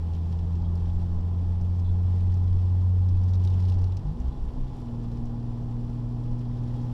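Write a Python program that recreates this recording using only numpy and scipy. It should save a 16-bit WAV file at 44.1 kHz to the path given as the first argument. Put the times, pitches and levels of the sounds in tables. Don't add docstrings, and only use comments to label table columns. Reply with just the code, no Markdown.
import sys
import numpy as np
from scipy import signal
from scipy.fft import rfft, irfft, next_fast_len
from scipy.io import wavfile
from scipy.ndimage import uniform_filter1d

SR = 44100
rng = np.random.default_rng(int(sys.argv[2]) if len(sys.argv) > 2 else 0)


def to_linear_factor(level_db):
    exponent = np.asarray(level_db, float) / 20
    return 10 ** exponent


def waveform_to_disk(signal):
    frames = np.transpose(np.atleast_2d(signal))
    scaled = np.clip(frames, -1, 1) * 32767
    samples = np.round(scaled).astype(np.int16)
    wavfile.write(sys.argv[1], SR, samples)


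N = 305603

# (time [s], firing rate [1/s])
FIRING_RATE = [(0.0, 83.5), (0.3, 84.1), (2.1, 89.9), (3.0, 91.1), (3.6, 91.5), (3.9, 90.8), (4.1, 100.4),
               (4.15, 117.5), (4.25, 127.3), (4.44, 118.5), (4.67, 129), (4.86, 118.6), (5.0, 117.5),
               (6.25, 119.8), (6.93, 120.5)]
# (time [s], firing tone level [dB], octave level [dB])
EXHAUST_TONES = [(0.0, -28, -42), (0.7, -26, -37), (1.2, -27, -38.5), (2.1, -22, -41), (3.0, -21.5, -43),
                 (3.6, -21.5, -40.5), (3.85, -22, -43), (3.96, -27, -53), (4.02, -37.5, -64),
                 (4.08, -40, -52), (4.16, -40, -40), (4.26, -44, -50), (4.3, -43.5, -53.5),
                 (4.46, -47, -54), (4.59, -36.5, -41), (4.7, -36.5, -50.5), (4.77, -43, -47),
                 (4.85, -37, -39), (5.25, -33.5, -39), (6.25, -31, -39.5), (6.93, -30.5, -39.5)]
# (multiple of the six-firing cycle, tall gear level [dB], short gear level [dB])
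CYCLE_ORDERS = [(4, -49, -52), (5, -51, -48), (7, -57, -55), (8, -66, -51), (10, -60, -59), (11, -51, -63),
                (13, -66, -62), (14, -57, -57), (15, -57, -54), (16, -62, -59), (17, -65, -63),
                (18, -58, -66), (19, -72, -69), (20, -65, -65), (21, -69, -75), (22, -69, -71),
                (23, -76, -66), (24, -62, -62), (25, -67, -77), (26, -67, -73), (27, -71, -69),
                (29, -75, -77), (30, -73, -73), (32, -78, -71)]
GEAR_CHANGE = [4.0, 4.8]
# (centre [s], length [s], bank beat level [dB], triple beat level [dB])
LOPES = [(3.988, 0.067, -47, -45), (4.091, 0.096, -30.5, -33), (4.209, 0.036, -27.5, -45),
         (4.271, 0.056, -25, -55), (4.453, 0.12, -32, -52), (4.62, 0.15, -47, -49)]
# (frequency [Hz], relative density [dB per Hz])
RUMBLE_SPECTRUM = [(10, -8), (20, 2.5), (28, 2), (34, -9), (45, -27)]
# (centre [s], level [dB])
BUMPS = [(0.98, -29.5), (1.16, -28), (1.5, -37), (1.66, -34.5), (1.9, -32), (2.26, -33.5), (2.53, -27),
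         (3.17, -30.5), (3.82, -31.5), (4.44, -32.5), (4.62, -28.5), (5.27, -33), (5.5, -38.5),
         (6.31, -32.5), (6.852, -39)]
# (time [s], turns [1/s], level [dB])
SHAFT = [(0, 37, -47), (.7, 38, -47), (2.3, 39.9, -39), (3.9, 40.5, -38), (5.1, 39.3, -41),
         (6.3, 39.8, -38), (6.93, 40.2, -40)]
# (frequency [Hz], relative density [dB per Hz])
BOOM_SPECTRUM = [(28, -13.5), (36, -4), (55, -7.5), (75, -3), (110, -3.5), (150, -6.5), (200, -14),
                 (300, -24)]
# (frequency [Hz], relative density [dB per Hz])
ROAR_SPECTRUM = [(110, -34.5), (190, -18.5), (222, -4), (317, -9), (385, -11.5), (599, -18.5), (831, -16),
                 (911, -19.5), (1010, -19), (1550, -32), (2200, -50), (2860, -73), (4840, -120)]
# (frequency [Hz], width [Hz], gain [dB])
CABIN_MODES = [(384.7, 11, -9), (465, 120, -5), (668, 53, -6.5), (833, 63, -0.5), (1003, 32, -2.5)]
# (time [s], level [dB])
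ROAR_LEVEL = [(0, -49), (1.1, -47.5), (1.6, -49), (2.3, -48.5), (3.1, -49), (3.7, -46.5), (4.0, -48),
              (4.5, -48.5), (5.0, -48), (6.2, -49), (6.93, -46.5)]
# (time [s], peak level [dB rms], centre frequency [Hz], splash relative to it [dB])
HEAVY_DROPS = [(0.15, -57.5, 3100, -17), (0.326, -59, 3300, -16), (0.39, -60, 3200, -20),
               (0.553, -61.5, 3000, -22), (0.622, -63, 4200, -23), (0.755, -60.5, 4590, -7),
               (0.7759, -64, 3430, -23), (1.612, -62.5, 4730, -14), (1.7966, -62, 5400, -13),
               (2.3226, -63, 4090, -14), (2.341, -59.5, 4730, -17), (2.3724, -62.5, 3450, -13),
               (3.086, -61.5, 3600, -18), (3.2797, -61.5, 4490, -21), (3.3354, -53.5, 3550, -21),
               (3.3445, -58, 4340, -17), (3.353, -56.5, 3790, -14), (3.417, -62, 4180, -10),
               (3.439, -57, 5170, -12), (3.449, -53.5, 4460, -13), (3.474, -51.5, 3380, -18),
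               (3.5007, -58, 4500, -14), (3.538, -58.5, 2900, -18), (3.6042, -60.5, 3950, -20),
               (3.623, -62, 4360, -19), (3.652, -59, 4160, -16), (3.685, -54, 3890, -16),
               (3.6971, -52.5, 3900, -13), (3.721, -56, 3260, -17), (3.741, -61, 4550, -18),
               (3.788, -61.5, 4390, -13), (3.817, -62, 4900, -11), (3.841, -54, 4170, -15),
               (3.922, -59, 3500, -16), (3.969, -51.5, 4660, -18), (4.201, -60.5, 5400, -12),
               (4.283, -61, 2910, -26), (5.116, -63.5, 4180, -18), (5.255, -63, 5420, -13),
               (6.3907, -62, 4850, -17), (6.636, -64, 3330, -16), (6.815, -64, 4800, -20)]
# (time [s], spray level [dB], lesser drops [1/s])
SHOWER = [(0, -65, 6), (1.3, -66, 5), (2.2, -64.5, 4), (3.0, -64.5, 8), (3.3, -65, 60), (3.62, -62.5, 110),
          (3.85, -66, 40), (4.05, -65, 3), (5.3, -66.5, 3), (6.3, -66, 3), (6.93, -64.3, 3)]
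# (frequency [Hz], relative density [dB per Hz])
SPRAY_SPECTRUM = [(940, -24.5), (1600, -7), (1740, 1.5), (2130, -4.5), (3370, -0.5), (3830, -4), (5590, -5),
                  (6530, -13.5), (7230, -11), (9010, -18), (12300, -19), (13000, -25), (14400, -40.5)]
# (time [s], level before the last resonance [dB], frequency [Hz], length [s])
SQUEAKS = [(0.656, -67.5, 3300, 0.026), (1.848, -68, 3650, 0.012), (1.867, -64, 3470, 0.024),
           (1.895, -63.5, 3470, 0.02), (1.912, -70, 3300, .012), (4.33, -69, 3450, 0.041),
           (6.777, -69.5, 3330, 0.044)]


def in_time(rows):
    s, *columns = np.transpose(rows)
    return [np.interp(np.arange(N) / SR, s, column) for column in columns]


def rms_one(x):
    return x / np.sqrt(np.mean(x ** 2) + 1e-20)


def drift(rate_hz):
    r = np.exp(-2 * np.pi * rate_hz * 40 / SR)
    noise = rng.standard_normal(N // 40 + 2002)
    slow = signal.lfilter([1], [1, -2 * r, r * r], noise)[2000:]
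    return np.interp(np.arange(N) / 40, np.arange(len(slow)), rms_one(slow))


def swell(s, length_s):
    return np.exp(-(2 * (np.arange(N) / SR - s) / length_s) ** 4)


def resonance(x, hz, width_hz):
    r = np.exp(-np.pi * width_hz / SR)
    poles = [1, -2 * r * np.cos(2 * np.pi * hz / SR), r * r]
    return signal.lfilter([(1 - r * r) / 2, 0, (r * r - 1) / 2], poles, x + 1e-18)


def noise_band(hz, width_hz, length):
    once = resonance(rng.standard_normal(length), hz, width_hz)
    return rms_one(resonance(once, hz, width_hz))


def colour(x, spectrum):
    size = next_fast_len(N)
    hz, db = np.transpose(spectrum)
    bins = np.maximum(np.fft.rfftfreq(size, 1 / SR), 1)
    gain = to_linear_factor(np.interp(np.log(bins), np.log(hz), db, left=-90, right=-90))
    return rms_one(irfft(rfft(x, size) * gain, size)[:N])


def engine(waver_db=0.5, cycle_waver_db=1.0, beat_waver_db=5.0):
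    rate, = in_time(FIRING_RATE)
    phase = 2 * np.pi * np.cumsum(rate) / SR
    out = np.zeros(N)
    for order, level_db in zip([1, 2], in_time(EXHAUST_TONES)):
        out += to_linear_factor(level_db + waver_db * order * drift(14.0)) * np.sin(order * phase)

    beat = to_linear_factor(-48.5 + beat_waver_db * drift(1.9))
    triple = to_linear_factor(-59 + beat_waver_db * drift(1.3))
    for s, length_s, beat_db, triple_db in LOPES:
        beat += to_linear_factor(beat_db) * swell(s, length_s)
        triple += to_linear_factor(triple_db) * swell(s, length_s)
    out += beat * np.sin(phase / 2) + triple * np.sin(3 * phase / 2)

    start_s, end_s = GEAR_CHANGE
    shifted = np.interp(np.arange(N) / SR, GEAR_CHANGE, [0, 1])
    unloaded_db = -5.5 * swell(np.mean(GEAR_CHANGE), end_s - start_s)
    for multiple, tall_db, short_db in CYCLE_ORDERS:
        gear_db = tall_db + shifted * (short_db - tall_db)
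        level_db = gear_db + unloaded_db + cycle_waver_db * drift(3.6)
        out += to_linear_factor(level_db) * np.sin(multiple * phase / 6 + rng.uniform(0, 2 * np.pi))
    return np.sqrt(2) * out


def floor_rumble(steady_db=-40.5, bump_s=0.1):
    noise = colour(rng.standard_normal(N), RUMBLE_SPECTRUM)
    level = to_linear_factor(steady_db + 2.0 * drift(3.0))
    for s, db in BUMPS:
        level += to_linear_factor(db) * swell(s, bump_s)
    own_power = uniform_filter1d(noise ** 2, size=SR // 8)
    return level * noise / np.sqrt(own_power + 0.076)


def drive_shaft():
    turns_hz, level_db = in_time(SHAFT)
    return np.sqrt(2) * to_linear_factor(level_db) * np.sin(2 * np.pi * np.cumsum(turns_hz) / SR)


def body_boom(level_db=-41.5):
    return colour(rng.standard_normal(N), BOOM_SPECTRUM) * to_linear_factor(level_db + 1.0 * drift(3.5))


def tyre_roar():
    roar = colour(rng.standard_normal(N), ROAR_SPECTRUM)
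    modes = sum(to_linear_factor(db) * resonance(roar, hz, width_hz) for hz, width_hz, db in CABIN_MODES)
    level_db = in_time(ROAR_LEVEL)[0] + 0.5 * drift(11.0)
    return rms_one(roar + modes) * to_linear_factor(level_db)


def drops(width_share=0.53, rise_s=0.00054, lead_s=0.003, hold_s=0.002, t60_s=0.03):
    out = np.zeros(N + SR)
    t = np.arange(int(0.08 * SR)) / SR - lead_s
    shape = to_linear_factor(-60 * np.maximum(t - hold_s, 0) / t60_s) * np.exp(np.minimum(t, 0) / rise_s)
    for s, peak_db, hz, splash_db in HEAVY_DROPS + lesser_drops():
        burst = noise_band(hz, width_share * hz, len(t))
        burst += to_linear_factor(splash_db) * noise_band(10000, 6000, len(t))
        burst += to_linear_factor(-9) * noise_band(2500, 1500, len(t))
        burst += to_linear_factor(-7) * noise_band(5500, 1300, len(t))
        i = max(round((s - lead_s) * SR), 0)
        out[i:i + len(t)] += to_linear_factor(peak_db) * shape * burst
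    return out[:N]


def lesser_drops(low_db=-69, high_db=-64, low_hz=2800, high_hz=5300, splash_db=-16, count=400):
    gap, size, pitch = rng.random((count, 3)).T
    arrivals = np.cumsum(-np.log(1 - gap))
    fallen = np.cumsum(in_time(SHOWER)[1]) / SR
    s = np.interp(arrivals, fallen, np.arange(N) / SR, right=np.inf)
    level_db = low_db + size * (high_db - low_db)
    hz = low_hz * (high_hz / low_hz) ** pitch
    rows = np.transpose([s, level_db, hz, np.full(count, splash_db)])
    return [tuple(row) for row in rows[np.isfinite(s)]]


def spray_and_rain(per_s=500, spread_db=1.5, share_db=-6, splash_s=0.0035, width_share=0.65):
    chance = per_s * to_linear_factor(3.0 * drift(12.0)) / SR
    sizes = to_linear_factor(spread_db * np.minimum(rng.exponential(1, N), 2)) * (rng.random(N) < chance)
    fade = np.exp(-1 / (splash_s * SR))
    noise = rng.standard_normal(N)
    pitches_hz = np.geomspace(2000, 12000, num=7)
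    dealt = rng.integers(0, len(pitches_hz), N)
    bursts = np.zeros(N)
    for k, hz in enumerate(pitches_hz):
        envelope = signal.lfilter([1], [1, -fade], sizes * (dealt == k))
        bursts += resonance(envelope * noise, hz, width_share * hz)
    hiss = rng.standard_normal(N)
    level_db = in_time(SHOWER)[0] + 0.48 * drift(3.1)
    return to_linear_factor(level_db) * colour(hiss + to_linear_factor(share_db) * rms_one(bursts), SPRAY_SPECTRUM)


def wipers(width_hz=80, upper_ratio=1.13, upper_db=-3, steady=0.46):
    out = np.zeros(N)
    t = np.arange(N) / SR
    noise = rng.standard_normal(N)

    def whistle(hz):
        return rms_one(resonance(noise, hz, width_hz)) + steady * np.sin(2 * np.pi * hz * t)

    for s, db, hz, length_s in SQUEAKS:
        pair = whistle(hz) + to_linear_factor(upper_db) * whistle(upper_ratio * hz)
        out += to_linear_factor(db) * swell(s, length_s) * resonance(pair, 1.05 * hz, 1100)
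    return out


def scene():
    road = floor_rumble() + drive_shaft() + body_boom() + tyre_roar()
    rain = drops() + spray_and_rain()
    return (engine() + road + rain + wipers())[None]


def band_limit(x):
    return signal.sosfilt(signal.butter(12, 14550, fs=SR, output="sos"), x)


def record(dry):
    return band_limit(dry)


dry = scene()
out = record(dry)
waveform_to_disk(out)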